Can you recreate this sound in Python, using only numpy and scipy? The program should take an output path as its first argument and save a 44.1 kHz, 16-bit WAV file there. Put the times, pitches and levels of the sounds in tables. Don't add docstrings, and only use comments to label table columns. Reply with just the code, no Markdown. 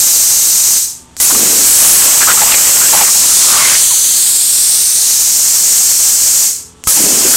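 import sys
import numpy as np
from scipy import signal
from scipy.fft import rfft, irfft, next_fast_len
from scipy.io import wavfile

SR = 44100
rng = np.random.default_rng(int(sys.argv[2]) if len(sys.argv) > 2 else 0)


def to_wav(s):
    ch = np.atleast_2d(s).T
    pcm = np.round(np.clip(ch, -1, 1) * 32767)
    wavfile.write(sys.argv[1], SR, pcm.astype(np.int16))


N = 324576
WINDOW, HOP = 512, 256
TIME = np.arange(N) / SR
FRAMES = np.arange(-(-N // HOP) + 1) * HOP / SR
BINS = np.maximum(np.arange(WINDOW // 2 + 1), .5)[:, None] * SR / WINDOW


def from_db(db):
    return 10 ** (np.asarray(db) / 20)


def rms_one(x):
    return x / np.sqrt(np.mean(x ** 2) + 1e-20)


def columns(rows, times):
    s, *values = np.transpose(rows)
    return [np.interp(times, s, v) for v in values]


def at_hz(points, hz):
    point_hz, point_db = np.array(points).T
    return np.interp(np.log(hz), np.log(point_hz), point_db)


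def drift(rate):
    r = np.exp(-40 * np.pi * rate / SR)
    noise = rng.standard_normal(N // 20 + 2002)
    slow = signal.lfilter([1], [1, -2 * r, r * r], noise)[2000:]
    return np.interp(np.arange(N) / 20, np.arange(len(slow)), rms_one(slow))


def turbulence(spectrum, flutter_db, flutter_rate):
    flutter = np.clip(drift(flutter_rate), -2.5, 2.5)
    puffs = rng.standard_normal(N) * from_db(flutter_db * flutter)
    size = next_fast_len(N)
    hz = np.maximum(np.arange(size // 2 + 1) * SR / size, 1)
    coloured = rfft(puffs, size) * from_db(at_hz(spectrum, hz))
    return rms_one(irfft(coloured, size)[:N])


def bell(centre_hz, octaves):
    return np.exp(-.5 * (np.log2(BINS / centre_hz) / octaves) ** 2)


def gate(times, start, end, fade_s):
    return np.clip(np.minimum(times - start, end - times) / fade_s, 0, 1)


def add(out, s, sound):
    start = round(s * SR)
    out[start:start + len(sound)] += sound[:N - start]


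# (time [s], low edge [Hz], boost of the 13 kHz hump [dB, before levelling])
TORCH_COLOUR = [(0, 3670, 2.5), (1.3, 3694, 0.5), (2.8, 3835, 3), (3.15, 3720, -1), (3.5, 3030, -5.5),
                (3.8, 2830, -4.5), (4.26, 3067, -2), (4.95, 3470, -3), (5.55, 4060, -0.5),
                (7.36, 3900, -1.5)]
RESTING_EDGE_HZ = 4000


def lift_of(times):
    edge_hz = columns(TORCH_COLOUR, times)[0]
    return np.clip(np.log2(RESTING_EDGE_HZ / edge_hz), 0, None)


VALVE_SHUTS = [0.76, 6.431]
# (time [s], click peak [dB])
VALVE_OPENS = [(1.167, -6), (6.839, -6)]
# (strike [s], out [s], thump [dB], ring [Hz], ring level [dB])
ARCS = [(1.2005, 3.12, -23, 2000, -17), (6.872, 7.5, -8.5, 1280, -9.5)]
EMPTY_S, EMPTY_DB, EMPTY_CURVE = .25, 30, 1.43
PREFLOW_DB, PREFLOW_DB_PER_S = -23.5, 300


def flow_db(times):
    db = np.zeros(len(times))
    for shut, (opened, _), (strike, *_) in zip(VALVE_SHUTS, VALVE_OPENS, ARCS):
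        shut_for = np.maximum(times - shut, 0)
        emptying = -np.minimum(EMPTY_DB * (shut_for / EMPTY_S) ** EMPTY_CURVE, 42)
        building = PREFLOW_DB + PREFLOW_DB_PER_S * (times - opened)
        db += np.where(times < opened, emptying, building) * (times < strike)
    return db


# (frequency [Hz], relative density [dB])
SHOP_SPECTRUM = [(25, -13), (45, -12), (70, -2), (100, -11), (180, -9.5), (330, -7), (600, -17), (900, -13),
                 (1900, -22), (3500, -20), (6000, -32), (15000, -65)]
# (frequency [Hz], mean level [dB])
HUM = [(66.5, -51.5), (83.3, -54.5), (121, -56.5), (167, -56), (247.5, -55)]
# (start [s], end [s], frequency [Hz], level [dB])
MOTORS = [(.76, 1.184, 899, -54.5), (.85, 1.1, 1180, -58), (6.444, 6.88, 430, -53), (6.5, 6.87, 1140, -61),
          (6.55, 6.87, 1320, -61)]


def workshop(floor_db=-46.0, waver_db=2.5):
    out = from_db(floor_db) * turbulence(SHOP_SPECTRUM, flutter_db=0.5, flutter_rate=7.4)
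    for hz, level_db in HUM:
        level = np.sqrt(2) * from_db(level_db + waver_db * drift(7.1))
        out += level * np.sin(2 * np.pi * (hz * TIME + rng.random()))
    for start, end, hz, level_db in MOTORS:
        running = gate(TIME, start, end, fade_s=.034)
        whine = np.sin(2 * np.pi * hz * TIME + 0.34 * drift(17))
        out += np.sqrt(2) * from_db(level_db) * running * whine
    return out


CLICK_HZ, CLICK_RING_S, CLICK_BODY_DB = 7400, .00035, -3


def ignition(click_s=0.0004, thump_hz=62, thump_s=0.0059, ring_s=.011, crack_db=-11.5, crack_s=0.013):
    out, t = np.zeros(N), TIME[:SR // 8]
    for s, peak_db in VALVE_OPENS:
        knock = rng.standard_normal(len(t)) * np.exp(-t / click_s)
        knock = signal.sosfilt(signal.butter(1, [600, 6000], "band", fs=SR, output="sos"), knock)
        click = np.sin(2 * np.pi * CLICK_HZ * t) * np.exp(-t / CLICK_RING_S)
        click = click + from_db(CLICK_BODY_DB) * knock / np.abs(knock).max()
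        add(out, s, from_db(peak_db) * click / np.abs(click).max())
    for s, _, thump_db, ring_hz, ring_db in ARCS:
        thump = -from_db(thump_db) * np.cos(2 * np.pi * thump_hz * t) * np.exp(-t / thump_s)
        ring = from_db(ring_db) * np.sin(2 * np.pi * ring_hz * t) * np.exp(-t / ring_s)
        crack = from_db(crack_db) * rng.standard_normal(len(t)) * np.exp(-t / crack_s)
        add(out, s, thump + ring + crack)
    return out


# (frequency [Hz], relative density [dB])
BURBLE_SPECTRUM = [(60, -21), (150, -9.5), (240, 0), (320, 0), (480, -4.5), (900, -18.5), (2500, -39)]
# (start [s], swell [s], end [s], peak level [dB])
PIERCES = [(1.277, .1, 1.72, -20.5), (6.959, .04, 7.43, -19)]
PIERCE_SINK_DB_PER_S, PIERCE_RELEASE_S = 16, .14


def pierces(throb_db=1.3, throb_rate=14):
    level = np.zeros(N)
    for start, swell_s, end, peak_db in PIERCES:
        age = np.maximum(TIME - start, 0)
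        sunk_db = PIERCE_SINK_DB_PER_S * np.maximum(age - swell_s, 0)
        swell = np.minimum(age / swell_s, 1)
        release = np.clip((end - TIME) / PIERCE_RELEASE_S, 0, 1)
        level += from_db(peak_db - sunk_db) * swell * release
    throb = from_db(throb_db * drift(throb_rate))
    return level * throb * turbulence(BURBLE_SPECTRUM, flutter_db=1.5, flutter_rate=78)


SMALL_SPITS_PER_S, SMALL_SPIT_S, SMALL_SPIT_HZ = 14, .07, 1200
SMALL_SPIT_DB = -31
SPITTING_START_S, SPITTING_END_S = 2.15, 3.7


def small_spits(spread_octaves=.33, glide_octaves=0.252, spread_db=2.0):
    rows = []
    for k, (jitter, pitch, glide, size) in enumerate(rng.standard_normal((60, 4))):
        s = SPITTING_START_S + (k + .3 * jitter) / SMALL_SPITS_PER_S
        hz = SMALL_SPIT_HZ * 2 ** (spread_octaves * np.clip(pitch, -2, 2))
        end_hz = hz * 2 ** (glide_octaves * glide)
        if s < SPITTING_END_S:
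            rows.append((s, SMALL_SPIT_S, hz, end_hz, SMALL_SPIT_DB + spread_db * size))
    return rows


# (time [s], length [s], start pitch [Hz], end pitch [Hz], level before gain and swell [dB])
LOUD_SPITS = [(1.295, .035, 900, 1200, -21), (1.346, .022, 1144, 1130, -22), (2.205, .05, 1200, 1800, -16),
              (2.268, .069, 1170, 1602, -11), (2.366, .057, 1150, 1380, -19.5),
              (2.41, 0.037, 960, 803, -16.5), (2.45, .084, 1000, 1160, -24),
              (2.505, 0.091, 3500, 1850, -18), (2.8, .11, 1300, 1707, -23), (2.924, 0.047, 750, 870, -13.5),
              (2.963, 0.078, 1040, 1105, -19), (3.004, 0.038, 910, 800, -15),
              (3.46, .27, 1290, 1060, -20.5), (3.57, .25, 2100, 2170, -19.5), (3.66, .15, 1420, 1658, -25),
              (3.89, .07, 1280, 820, -32), (6.965, .035, 920, 750, -26), (7.239, .058, 330, 460, -21),
              (7.33, .054, 1300, 1680, -20)]
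# (frequency [Hz], relative density [dB])
SPRAY_SPECTRUM = [(200, -25), (500, -9), (1200, -5), (2100, 0), (3200, -3.5), (4500, -1.5), (7000, -22),
                  (15000, -50)]


def spits(width_share=0.17, grain_db=4.0, swelling=1.5, rise=0.66, settle=.65, gain_db=2.5,
          splutter_db=2.0, spray_db=-5.5):
    out, thrown = np.zeros(N), np.zeros(N)
    spray = turbulence(SPRAY_SPECTRUM, flutter_db=4.5, flutter_rate=180)
    for s, length, start_hz, end_hz, level_db in LOUD_SPITS + small_spits():
        u = np.linspace(0, 1, int(length * SR))
        real, imaginary, sizes = rng.standard_normal((3, SR // 2))[:, :len(u)]
        grains = (real + 1j * imaginary) * from_db(grain_db * sizes)
        width_hz = width_share * start_hz * min(end_hz / start_hz, 1) ** swelling
        r = np.exp(-np.pi * width_hz / SR)
        pocket = signal.lfilter([1], [1, -r], grains)
        pocket = signal.sosfilt(signal.butter(2, start_hz, fs=SR, output="sos"), pocket)
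        pitch_hz = start_hz * (end_hz / start_hz) ** (u ** settle)
        phase = 2 * np.pi * np.cumsum(pitch_hz) / SR
        swell = from_db(level_db + gain_db) * np.abs(np.sin(np.pi * u ** rise))
        add(out, s, swell * rms_one(np.real(pocket * np.exp(1j * phase))))
        add(thrown, s, swell)
    return from_db(splutter_db * drift(70)) * (out + from_db(spray_db) * thrown * spray)


def small_bubbles(per_s=500, spread_db=3.0, cycles=3.4, count=18):
    born = rng.random(N) < per_s / SR
    strength = from_db(spread_db * np.minimum(rng.exponential(1, N), 3))
    sizes = born * rng.choice([-1, 1], N) * strength
    dealt, out = rng.integers(0, count, N), np.zeros(N)
    for k, hz in enumerate(np.geomspace(520, 3400, count)):
        r, w = np.exp(-hz / (cycles * SR)), 2 * np.pi * hz / SR
        out += signal.lfilter([np.sin(w)], [1, -2 * r * np.cos(w), r * r], sizes * (dealt == k) + 1e-18)
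    return rms_one(out)


def arc_ages():
    for strike, out, *_ in ARCS:
        burning = (TIME > strike) * np.clip((out - TIME) / ARC_FADE_S, 0, 1)
        yield np.maximum(TIME - strike, 0), burning


# (frequency [Hz], relative density [dB])
ROAR_SPECTRUM = [(30, -36), (100, -12), (170, -1), (300, 0.5), (620, -4.5), (1000, 5.5), (2000, 4.5),
                 (3200, 8), (5000, -17), (10000, -52.5)]
ARC_FADE_S = .1
STRIKE_ROAR_DB, CUTTING_ROAR_DB, BORE_S = -28.5, -20, 0.64
AIR_ROAR_DB, AIR_ROAR_REACH = -33.5, .2
PLATE_CLEAR_S = 3.8
CHURN_START_S, CHURN_DB = 3.01, -24


def kerf_roar(bubbles_db=-9.5, roar_gain_db=-1.9):
    level = from_db(AIR_ROAR_DB + flow_db(TIME)) * np.exp(-(lift_of(TIME) / AIR_ROAR_REACH) ** 2)
    churning = gate(TIME, CHURN_START_S, PLATE_CLEAR_S + 0.11, fade_s=0.21)
    level = np.hypot(level, from_db(CHURN_DB) * churning)
    for age, burning in arc_ages():
        boring_db = np.interp(age, [0, BORE_S], [STRIKE_ROAR_DB, CUTTING_ROAR_DB])
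        level = np.hypot(level, burning * from_db(boring_db))
    churn = from_db(roar_gain_db) * turbulence(ROAR_SPECTRUM, flutter_db=2.5, flutter_rate=270)
    churn = churn + from_db(bubbles_db) * small_bubbles()
    return level * from_db(1.4 * drift(13.0)) * churn


# (frequency [Hz], relative density [dB])
SIZZLE_SPECTRUM = [(3000, -25), (8000, -4), (9500, -1), (10800, 0), (12500, -5), (15500, -15)]
# (start [s], end [s], sizzle level [dB])
SHOWERS = [(1.61, 2.1, -6.5), (2.878, 3.05, -9), (3.17, 3.6, -15.5), (7.24, 7.5, -10)]
FLASH_DB, FLASH_S, ARC_SIZZLE_DB = -7.5, 0.14, -17.5


def melt_sizzle():
    level = np.zeros(N)
    for age, burning in arc_ages():
        flash = from_db(FLASH_DB) * np.exp(-(age / FLASH_S) ** 2)
        level += burning * (flash + from_db(ARC_SIZZLE_DB) * np.minimum(age / BORE_S, 1))
    for start, end, level_db in SHOWERS:
        level = np.hypot(level, from_db(level_db) * gate(TIME, start, end, fade_s=0.097))
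    return level * turbulence(SIZZLE_SPECTRUM, flutter_db=3.5, flutter_rate=150)


# (frequency [Hz], relative density [dB])
JET_SPECTRUM = [(4200, -11), (4900, -9), (5400, -5), (6100, -1.5), (7000, 0), (7900, 0), (8700, -1.5),
                (9300, -6), (10000, -10), (10700, -11), (12000, -9), (13000, -8), (14200, -12),
                (15400, -18)]
# (time [s], level [dB])
JET_LEVEL = [(0, -6.5), (.76, -7.3), (1.45, -7), (1.8, -3.5), (2.5, -6), (3.6, -5), (4, -7.5), (5.1, -8),
             (5.6, -6.7), (6.9, -8), (7.36, -6.3)]
# (frequency [Hz], boost [dB per octave that the edge drops])
GAP_MODES = [(4300, 10), (4950, 5), (9900, 9), (11900, 6.5)]
# (start [s], end [s], start pitch [Hz], end pitch [Hz], boost [dB, before levelling])
WHISTLES = [(0, 1.0, 6240, 6100, 2.2), (1.55, 3.05, 8100, 7600, 3), (3.85, 4.25, 6100, 6100, 6.5),
            (4.13, 5.15, 8100, 9150, 4)]
RESTING_DIP_HZ, DIP_CLIMB, DIP_DB_PER_OCTAVE = 9290, 1.74, 21


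def air_jet(skirt_db=-18.0, skirt_slope_db=5.0, edge_octaves=0.051, echo_db=0.2, echo_spacing=0.436,
            wall_db=1.3, wall_spacing=.11, dulling=.7, flutter_db=0.63):
    edge_hz, hump_db = columns(TORCH_COLOUR, FRAMES)
    lift = lift_of(FRAMES)
    above_edge = .5 + .5 * np.tanh(np.log2(BINS / edge_hz) / edge_octaves)
    skirt = skirt_db + skirt_slope_db * np.log2(np.maximum(BINS, 600) / edge_hz)
    colour = above_edge * at_hz(JET_SPECTRUM, BINS) + (1 - above_edge) * skirt
    colour = colour + hump_db * bell(13100, octaves=0.13)
    dip_hz = RESTING_DIP_HZ * (edge_hz / RESTING_EDGE_HZ) ** DIP_CLIMB
    clear = gate(FRAMES, PLATE_CLEAR_S, np.inf, fade_s=0.036)
    colour = colour - clear * lift * DIP_DB_PER_OCTAVE * bell(dip_hz, octaves=0.11)
    for start, end, start_hz, end_hz, height_db in WHISTLES:
        whistle_hz = np.interp(FRAMES, [start, end], [start_hz, end_hz])
        sounding = gate(FRAMES, start, end, fade_s=0.14)
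        colour = colour + height_db * sounding * bell(whistle_hz, octaves=0.072)
    for hz, db_per_octave in GAP_MODES:
        colour = colour + lift * db_per_octave * bell(hz, octaves=0.1)
    lost_db = np.maximum(-8 - flow_db(FRAMES), 0)
    colour = colour - dulling * lost_db * np.log2(np.maximum(BINS / 9500, 1))
    colour = colour + echo_db * np.cos(2 * np.pi * BINS / (echo_spacing * edge_hz))
    colour = colour + wall_db * np.cos(2 * np.pi * BINS / (wall_spacing * edge_hz))
    gain = from_db(colour)
    gain /= np.sqrt(np.mean(gain ** 2, axis=0))
    white = signal.stft(rng.standard_normal(N), nperseg=WINDOW)[2]
    hiss = signal.istft(white * gain, nperseg=WINDOW)[1][:N]
    level_db, = columns(JET_LEVEL, TIME)
    return hiss * from_db(level_db + flow_db(TIME) + flutter_db * drift(21))


def scene():
    background = workshop() + ignition()
    cutting = pierces() + spits() + kerf_roar() + melt_sizzle()
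    return np.tile(background + cutting + air_jet(), (2, 1))


CUTOFF_HZ = 15850


def record(dry):
    clipped = np.clip(dry, -.63, .63)
    low_pass = signal.firwin(401, CUTOFF_HZ, fs=SR)
    return signal.fftconvolve(clipped, low_pass[None], mode="same", axes=1)


dry = scene()
out = record(dry)
to_wav(out)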